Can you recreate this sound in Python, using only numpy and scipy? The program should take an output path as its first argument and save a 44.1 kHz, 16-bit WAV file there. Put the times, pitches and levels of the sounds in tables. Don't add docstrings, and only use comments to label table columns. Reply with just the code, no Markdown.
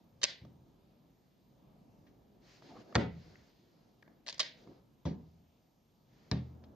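import sys
import numpy as np
from scipy import signal
from scipy.fft import irfft
from scipy.io import wavfile

SR = 44100
rng = np.random.default_rng(int(sys.argv[2]) if len(sys.argv) > 2 else 0)


def natural_amplitude(level_db):
    exponent = np.asarray(level_db, float) / 20
    return 10 ** exponent


def wrap_up_sound(samples):
    columns = np.atleast_2d(samples).T
    tamed = np.clip(columns, -1, 1)
    steps = np.round(tamed * 32767).astype(np.int16)
    wavfile.write(sys.argv[1], SR, steps)


N = 297675

# pitch_hz, level_db (rms)
CLOCK_LINES = [(7499, -107), (9001, -103), (10497, -108), (11999, -92), (13501, -105)]
# time_s, level_db
RUMBLE_LEVEL = [(0.0, -66), (1.05, -67), (1.3, -71), (1.7, -64), (2.25, -68.5), (3.0, -65.5), (3.6, -70.5),
                (4.8, -69), (5.9, -71.5), (6.75, -60.5)]
# freq_hz, level_db (per Hz)
RUMBLE_COLOUR = [(18, -37), (30, 11), (81, -10), (113, -1.5), (144, -2), (236, -2), (386, -11.5),
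                 (418, -12.5), (620, -13), (950, -19), (1400, -31), (1950, -45), (3300, -90)]
# freq_hz, level_db (per Hz)
HISS_COLOUR = [(500, -30), (800, -5), (1300, -10), (2000, -8), (3200, -6.5), (5000, -8.5), (6500, -11.5),
               (8000, -19), (11000, -40)]
# freq_hz, correlation (-1 to 1)
PORT_LIKENESS = [(60, 0.88), (160, 0.91), (440, 0.55), (1200, 0.2), (3250, 0.6), (8820, 0.74)]
# low_hz, high_hz
HOUSING_DIP_HZ = [7500, 8270]
# freq_hz, level_db
PORT_TILT = [(1000, -1), (1670, 6.5), (2910, -5.5), (5070, 0), (8820, -2.5)]
# freq_hz, t60_s
ROOM_T60 = [(250, 0.3), (500, 0.32), (1000, .24), (1500, 0.28), (2100, 0.33), (2800, 0.33), (4000, 0.27),
            (5500, 0.24), (7000, 0.2), (9000, 0.2)]
# freq_hz, level_db
ROOM_COLOUR = [(100, -5), (500, 2), (1300, -0.5), (2000, 3.5), (3500, -2), (5500, -5), (7200, -2.5),
               (9000, -4)]
# fullest_s, swell_s, fade_s, cloth_db (hiss in air), rub_db (through the table)
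SLEEVE_DRAGS = [(2.519, 0.12, 0.13, -69, -72.5), (2.65, 0.034, 0.097, -70, -64.5),
                (2.8, 0.15, 0.036, -71, -62.5), (2.939, 0.2, 0.047, -74.5, -63),
                (3.27, 0.21, 0.27, -72.5, -70), (3.5, 0.084, 0.17, -81.5, -91),
                (3.799, 0.29, 0.2, -84, -75), (4.112, 0.097, 0.16, -104, -72),
                (4.6, 0.068, 0.064, -73, -66.5), (4.698, 0.083, 0.14, -79, -65.5),
                (6.2, 0.15, 0.45, -78.5, -75)]
# freq_hz, level_db (per Hz)
CLOTH_COLOUR = [(530, -40.5), (900, -14.5), (1200, -5.5), (2130, -2.5), (2560, -6), (2910, -4.5),
                (3180, -8.5), (5400, -1.5), (7200, -33), (9360, -71), (15800, -120)]
# freq_hz, level_db (per Hz)
RUB_COLOUR = [(71, -44), (120, -9), (217, -3), (345, -1.5), (413, -4), (771, -10.5), (1500, -26.5),
              (1950, -59), (3300, -120)]
# fullest_s, length_s, resonance_hz, width_hz, level_db
SKIN_SLIPS = [(2.63, .04, 287, 59.4, -64), (2.687, 0.049, 317, 80, -65), (2.703, 0.024, 880, 120, -61.5),
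              (2.713, 0.036, 277, 70, -58), (2.739, 0.052, 754, 89.5, -59), (2.766, 0.022, 480, 90, -64),
              (2.776, 0.035, 1120, 200, -63.5), (2.802, .06, 333, 80, -61), (2.887, 0.036, 516, 119, -69),
              (4.678, 0.017, 347, 60, -56.5), (4.687, 0.027, 179, 60, -57), (4.71, .025, 320, 50, -52.5),
              (4.713, .03, 660, 90, -71)]
# start_s, peak_db, contact_ms, brightness_hz, spot (0 hand, 1 finger, 2 frame)
KNOCKS = [(0.414, -36, 3.6, 297, 2), (0.447, -48, 1.1, 900, 0), (1.931, -65, 5.5, 200, 2),
          (2.6207, -76, 3.6, 900, 1), (2.949, -46, 3, 900, 0), (2.953, -10.5, 3.34, 1300, 0),
          (5.053, -22.5, 1.95, 920, 1), (5.064, -26, 4.4, 710.6, 1), (4.098, -65, 8.2, 502, 0),
          (4.674, -48.5, 1.86, 800, 0), (6.314, -17, 1.9, 900, 2), (6.641, -59, 19, 400, 2),
          (0.234, -47, 1.5, 400, 0), (4.399, -47.5, 22, 450, 0), (5.108, -33.5, 2.8, 225, 1)]
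# pitch_hz, level_db, t60_s
UNDER_HAND = [(83, -8, .6), (120.5, -2, 0.48), (169.4, -8, 0.52), (207, -6, .35), (298, -3, 0.11),
              (417.4, -3.5, .12), (490, -21, .12), (581, -11, 0.073), (668, -22, 0.23), (748, -15.5, 0.14),
              (810, -26.5, .1), (920, -6, .07), (1056, -19, .08), (1277, -12.5, .07), (1480, -13.5, .06)]
# pitch_hz, level_db, t60_s
UNDER_FINGER = [(80, -19, 0.98), (117, -15.5, .45), (164.3, 1, 0.77), (178, -6.5, .4), (200, -9.5, 0.25),
                (261.4, -3, 0.14), (400, -24.5, .08), (494, -21, .15), (632, -20, 0.16), (750, -25.5, 0.2),
                (920, -15, 0.1)]
# pitch_hz, level_db, t60_s
UNDER_FRAME = [(79.55, -10, 1), (125.7, -2, 0.48), (163.1, -4, 0.45), (206.4, -1.5, 0.2), (270.3, -5, 0.18),
               (386.3, -15.5, 0.32), (450, -18, 0.11), (545.3, -23, .12), (617, -25, .15), (880, -44, 0.17)]
# freq_hz, level_db (per Hz)
FRAME_COLOUR = [(760, -35.5), (1300, -11), (1660, -1.5), (1980, 0.5), (2660, -7), (3750, -0.5), (4760, 0),
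                (6730, -9), (7600, -12.5), (8200, -20), (9270, -29.5), (12100, -73), (20400, -120)]
# pitch_hz, width_hz, level_db
WHEEL_MODES = [(640, 130, 2), (946.6, 250, -1), (1140, 180, -3)]
# start_s, peak_db, snap_hz, dull_db (below 1.2 kHz)
TICKS = [
    (2.9257, -64, 1100, 12),
    (3.3552, -59.5, 1800, -20),
    (4.0252, -59.5, 1250, -10),
    (4.0774, -69, 2000, 5),
]
# start_s, peak_db, snap_hz, rattle_ms, dull_db
FLICK = [
    (2.9470, -46.5, 1602, 1.7, 0),
    (2.953, -25, 2600, 0.79, -3.5),
    (2.957, -31, 1950, 4.8, 2),
]
# start_s, peak_db, snap_hz, rattle_ms
CHATTER = [
    (4.2634, -51, 3450, 2.9),
    (4.2705, -44, 4800, 4.5),
    (4.28, -39, 4900, 2.2),
    (4.286, -38.5, 4000, 3.1),
    (4.295, -42, 4260, 6.1),
    (4.302, -47.5, 4200, 8),
    (4.326, -45.5, 4700, 2.8),
    (4.3424, -53.5, 5000, 3.7),
    (4.3792, -51, 5640, 5.1),
]
# start_s, peak_db, snap_hz, rattle_ms
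LATCH = [(0.2316, -29.5, 5600, 4), (0.236, -46, 2046, 5.5), (0.2394, -20.5, 4650, 0.61),
         (0.2450, -30, 3894, 2.1), (0.2501, -34.5, 3812, 4.1), (4.394, -36.5, 5000, 1.24),
         (4.3950, -29, 5240, 1.5), (4.3983, -30, 3670, 2.2), (4.4014, -26.5, 4260, 4.9),
         (4.4091, -35, 3890, 9.7), (4.429, -41, 3900, 4.2)]
# start_s, peak_db, snap_hz,
# rattle_ms, dull_db
SHAKES_AND_TAPS = [
    (0.215, -49, 4530, 14.4, -9),
    (0.45, -72, 1190, 2, 14),
    (2.0664, -72, 2000, 22, -1),
    (5.0525, -54, 5400, 40, -11),
    (5.054, -58.5, 2400, 31, -6),
    (6.3137, -30, 4000, 0.39, -12),
    (6.318, -42, 2360, 6.4, -17),
    (6.327, -53.5, 2740, 31, 1),
                   (6.637, -67.5, 3500, 8, 4),
    (2.6225, -68, 1500, 2, 12),
    (4.6735, -72, 1500, 2, 11),
]
EDGES = 35 * 2 ** np.arange(0, 8.8, .4)


def rms_one(x):
    return x / np.sqrt(np.mean(x ** 2) + 1e-20)


def at_hz(points, hz):
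    table = np.array(points)
    return np.interp(np.log(hz), np.log(table[:, 0]), table[:, 1])


def butter(x, order, hz, kind="low"):
    return signal.sosfilt(signal.butter(order, hz, kind, fs=SR, output="sos"), x)


def drift(rate):
    knots = rng.standard_normal(3000)
    return np.interp(np.arange(N) / SR * rate, np.arange(len(knots)), knots)


def stretch(start_s, size):
    start = round(start_s * SR)
    return slice(start, min(start + size, N))


def ring(force, hz, t60):
    radius = natural_amplitude(-60 / (t60 * SR))
    turn = 2 * np.pi * hz / SR
    return signal.lfilter([0, np.sin(turn)], [1, -2 * radius * np.cos(turn), radius * radius], force)


def stroke(t, fullest, swell, fade):
    share = np.clip(np.minimum(1 + (t - fullest) / swell, 1 - (t - fullest) / fade), 0, 1)
    return np.sin(np.pi / 2 * share)


def bands(size):
    white = rng.standard_normal((2, 2, size))
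    for k, (low, high) in enumerate(zip(EDGES, EDGES[1:])):
        mid, side = butter(white[k % 2], 2, [low, high], "band")
        hz = np.sqrt(low * high)
        alike = at_hz(PORT_LIKENESS, hz)
        yield hz, np.sqrt(1 + alike) * mid + np.sqrt(1 - alike) * side * [[1], [-1]]


def electronics():
    t = np.arange(N) / SR
    flicker_rate = 430
    lines = np.zeros((2, N))
    for hz, db in CLOCK_LINES:
        level_db = db + 3.8 * drift(flicker_rate) + 1.9 * drift(flicker_rate) * [[1], [-1]]
        lines += np.sqrt(2) * natural_amplitude(level_db) * np.sin(2 * np.pi * (hz * t + rng.random()))
    return lines + natural_amplitude(-99) * rng.standard_normal((2, N))


def hang(t):
    hang_db, rise_s, t60_s = -35, 0.065, 0.53
    level = np.zeros(len(t))
    for start_s, peak_db, *rest in KNOCKS:
        since = np.maximum(t - start_s, 0)
        level += natural_amplitude(peak_db + hang_db - 60 * since / t60_s) * (1 - np.exp(-since / rise_s))
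    return level


def backgrounds():
    t = np.arange(N) / SR
    cloth, rub = np.zeros(N), np.zeros(N)
    for fullest, swell, fade, cloth_db, rub_db in SLEEVE_DRAGS:
        movement = stroke(t, fullest, swell, fade)
        cloth += natural_amplitude(cloth_db) * movement
        rub += natural_amplitude(rub_db) * movement
    rumble = natural_amplitude(np.interp(t, *np.transpose(RUMBLE_LEVEL)) + 1.2 * drift(rate=1.4)) + hang(t)
    layers = [(RUMBLE_COLOUR, rumble), (HISS_COLOUR, natural_amplitude(-85)), (CLOTH_COLOUR, cloth),
              (RUB_COLOUR, rub * natural_amplitude(1.3 * drift(rate=59)))]
    centres = np.sqrt(EDGES[1:] * EDGES[:-1])
    norms = []
    for colour, level in layers:
        norms.append(np.sqrt(np.sum(natural_amplitude(at_hz(colour, centres)) ** 2 * np.diff(EDGES)) * 2 / SR))
    out = np.zeros((2, N))
    for hz, noise in bands(size=N):
        power = sum((natural_amplitude(at_hz(colour, hz)) * level / norm) ** 2 for (colour, level), norm in zip(layers, norms))
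        out += np.sqrt(power) * natural_amplitude(1.6 * drift(rate=9)) * noise
    return out


def room(source, wet_db):
    t = np.arange(30000) / SR
    tail = np.zeros((2, len(t)))
    for hz, noise in bands(size=len(t)):
        tail += natural_amplitude(at_hz(ROOM_COLOUR, hz) - 60 * t / at_hz(ROOM_T60, hz)) * noise
    tail = tail * (1 - np.exp(-(t / 0.035) ** 2))
    tail = tail / np.sqrt(np.sum(tail ** 2, axis=1, keepdims=True))
    return natural_amplitude(wet_db) * signal.fftconvolve(source, tail, axes=1)[:, :N]


def skin_slips():
    slip_rate_hz = 580
    out, t = np.zeros(N), np.arange(5000) / SR
    for fullest_s, length, hz, width, db in SKIN_SLIPS:
        grains = (rng.random(len(t)) < slip_rate_hz / SR) * rng.laplace(size=len(t))
        grains = grains + 0.042 * rng.standard_normal(len(t))
        rasp = rms_one(ring(grains, hz, 3.0 / width)) * stroke(t, length, length, length)
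        out[stretch(fullest_s - length, size=len(t))] += natural_amplitude(db) * rasp
    return out


def table_thuds():
    spot_db = (-12, -13.5, -18)
    out, t = np.zeros((2, N)), np.arange(22000) / SR
    for hz, noise in bands(size=N):
        if hz > 2600:
            break
        t60 = 0.18 * (hz / 500) ** -1.1
        level = np.zeros(N)
        for start_s, peak_db, contact_ms, bright_hz, spot in KNOCKS:
            reach = 1 / np.sqrt((1 + (hz / bright_hz) ** 8) * (1 + (190 / hz) ** 6))
            dying = natural_amplitude(-60 * t / t60) * (1 - np.exp(-t * 1000 / contact_ms))
            at = stretch(start_s, size=len(t))
            level[at] += (natural_amplitude(peak_db + spot_db[round(spot)] - 9.0) * reach * dying)[:at.stop - at.start]
        out += level * rms_one(noise)
    return out


def table_knocks():
    roughness = 1.6
    out, t = np.zeros(N), np.arange(36000) / SR
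    for start_s, peak_db, contact_ms, bright_hz, spot in KNOCKS:
        push = t / (contact_ms / 1000)
        force = push * np.exp(-push) * (1 + roughness * rng.standard_normal(len(t)))
        force = butter(force, 4, bright_hz) + 1e-18
        modes = (UNDER_HAND, UNDER_FINGER, UNDER_FRAME)[round(spot)]
        boom = sum(natural_amplitude(db) * rms_one(ring(force, hz, t60)) * np.sqrt(t60) for hz, db, t60 in modes)
        boom = boom / sum(natural_amplitude(db) for hz, db, t60 in modes) / 4.92
        slap = butter(force, 2, 250, "high")
        sound = boom + natural_amplitude(-14.5) * slap / np.abs(slap).max()
        at = stretch(start_s, size=len(t))
        out[at] += natural_amplitude(peak_db) * sound[:at.stop - at.start]
    return out


def metal_contacts():
    touches = [(s, db, dull_db, -1.5, 1.8, hz, 0, 27.5) for s, db, hz, dull_db in TICKS]
    touches += [(s, db, dull_db, -0.3, ms, hz, 0, 6) for s, db, hz, ms, dull_db in FLICK]
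    touches += [(s, db, -12.5, 2, ms, hz, 0, 9.5) for s, db, hz, ms in CHATTER]
    touches += [(s, db, -17, 0, ms, hz, 0, 9.5) for s, db, hz, ms in LATCH]
    touches += [(s, db, dull_db, 0.97, ms, hz, -5, 7.5) for s, db, hz, ms, dull_db in SHAKES_AND_TAPS]
    return touches


def later(x, lag_ms):
    fine = signal.resample(x, 8 * len(x))
    return signal.resample(np.roll(fine, round(lag_ms * SR * 8 / 1000)), len(x))


def metal_clicks():
    direct, to_walls, t = np.zeros((2, N)), np.zeros(N), np.arange(4800) / SR
    plates = np.r_[np.arange(1100, 4000, 270), np.geomspace(4070, 9500, 14)] * natural_amplitude(rng.normal(0, .1, 25))
    damping = np.maximum(plates, 3000)
    touch = (t == 0) + 1e-18
    modes = np.array([(-1) ** k * ring(touch, hz, 25.4 / damping[k]) for k, hz in enumerate(plates)])
    wheel = sum(natural_amplitude(db) * ring(touch, hz, 2.0 / width) for hz, width, db in WHEEL_MODES)
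    grid, ends = np.fft.rfftfreq(len(t), 1 / SR), np.r_[700, plates, 10500]
    tilt_db = at_hz(PORT_TILT, plates) * [[.35], [-.35]]
    for start_s, peak_db, dull_db, pan_db, rattle_ms, snap_hz, shade_db, focus_db in metal_contacts():
        dying = np.exp(-t / (np.clip(rattle_ms, .3, 32) / 1000))
        force = np.clip(rng.laplace(size=len(t)), -3, 3) * dying / 3
        force += 1.3 * touch
        off_snap_db = np.minimum(focus_db * np.log2(plates / snap_hz) ** 2, focus_db)
        gains = natural_amplitude(at_hz(FRAME_COLOUR, plates) - off_snap_db) * damping
        if shade_db:
            gains = gains / (1 + (plates / 7100) ** 16)
        port_gains = gains * natural_amplitude(2.5 * rng.standard_normal((2, len(plates))) + tilt_db)
        bright = signal.fftconvolve(force[None], port_gains @ modes)[:, :len(t)]
        bright = bright / np.abs(bright).max()
        dull = signal.fftconvolve(force, wheel)[:len(t)]
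        dull = natural_amplitude(dull_db - 2) * dull / np.abs(dull).max()
        sound = natural_amplitude(peak_db + 10.5) * butter(bright + dull, 2, 350, "high")
        ports = np.array([later(sound[0], lag_ms=.045), sound[1]])
        at = stretch(start_s, size=len(t))
        direct[:, at] += ports * natural_amplitude(pan_db * np.array([[.5], [-.5]]))
        blurred = np.roll(irfft(np.interp(grid, ends, np.r_[0, gains / damping, 0])), 100)
        wall_sound = rms_one(blurred) * bright.std() + rms_one(wheel) * dull.std()
        to_walls[at] += natural_amplitude(peak_db - 5.0 + shade_db) * wall_sound
    return direct, butter(to_walls, 2, 350, "high")


def scene():
    knocks = butter(table_knocks(), 4, 71, "high")
    clicks, to_walls = metal_clicks()
    upper = butter(knocks, 2, 260, "high")
    echoes = room((to_walls + natural_amplitude(-7.5) * upper)[None], wet_db=-0.5)
    table = knocks * natural_amplitude([[.2], [-.2]]) + table_thuds() + skin_slips()
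    return backgrounds() + echoes + table + clicks


def roll_off(x):
    return signal.sosfilt(signal.butter(12, 14100, fs=SR, output="sos"), x)


def record(dry):
    shaped = butter(dry, 3, 65, "high")
    shaped = butter(shaped, 12, 9250)
    shaped = shaped - .85 * butter(shaped, 1, HOUSING_DIP_HZ, "band")
    return roll_off(shaped + electronics())


dry = scene()
out = record(dry)
wrap_up_sound(out)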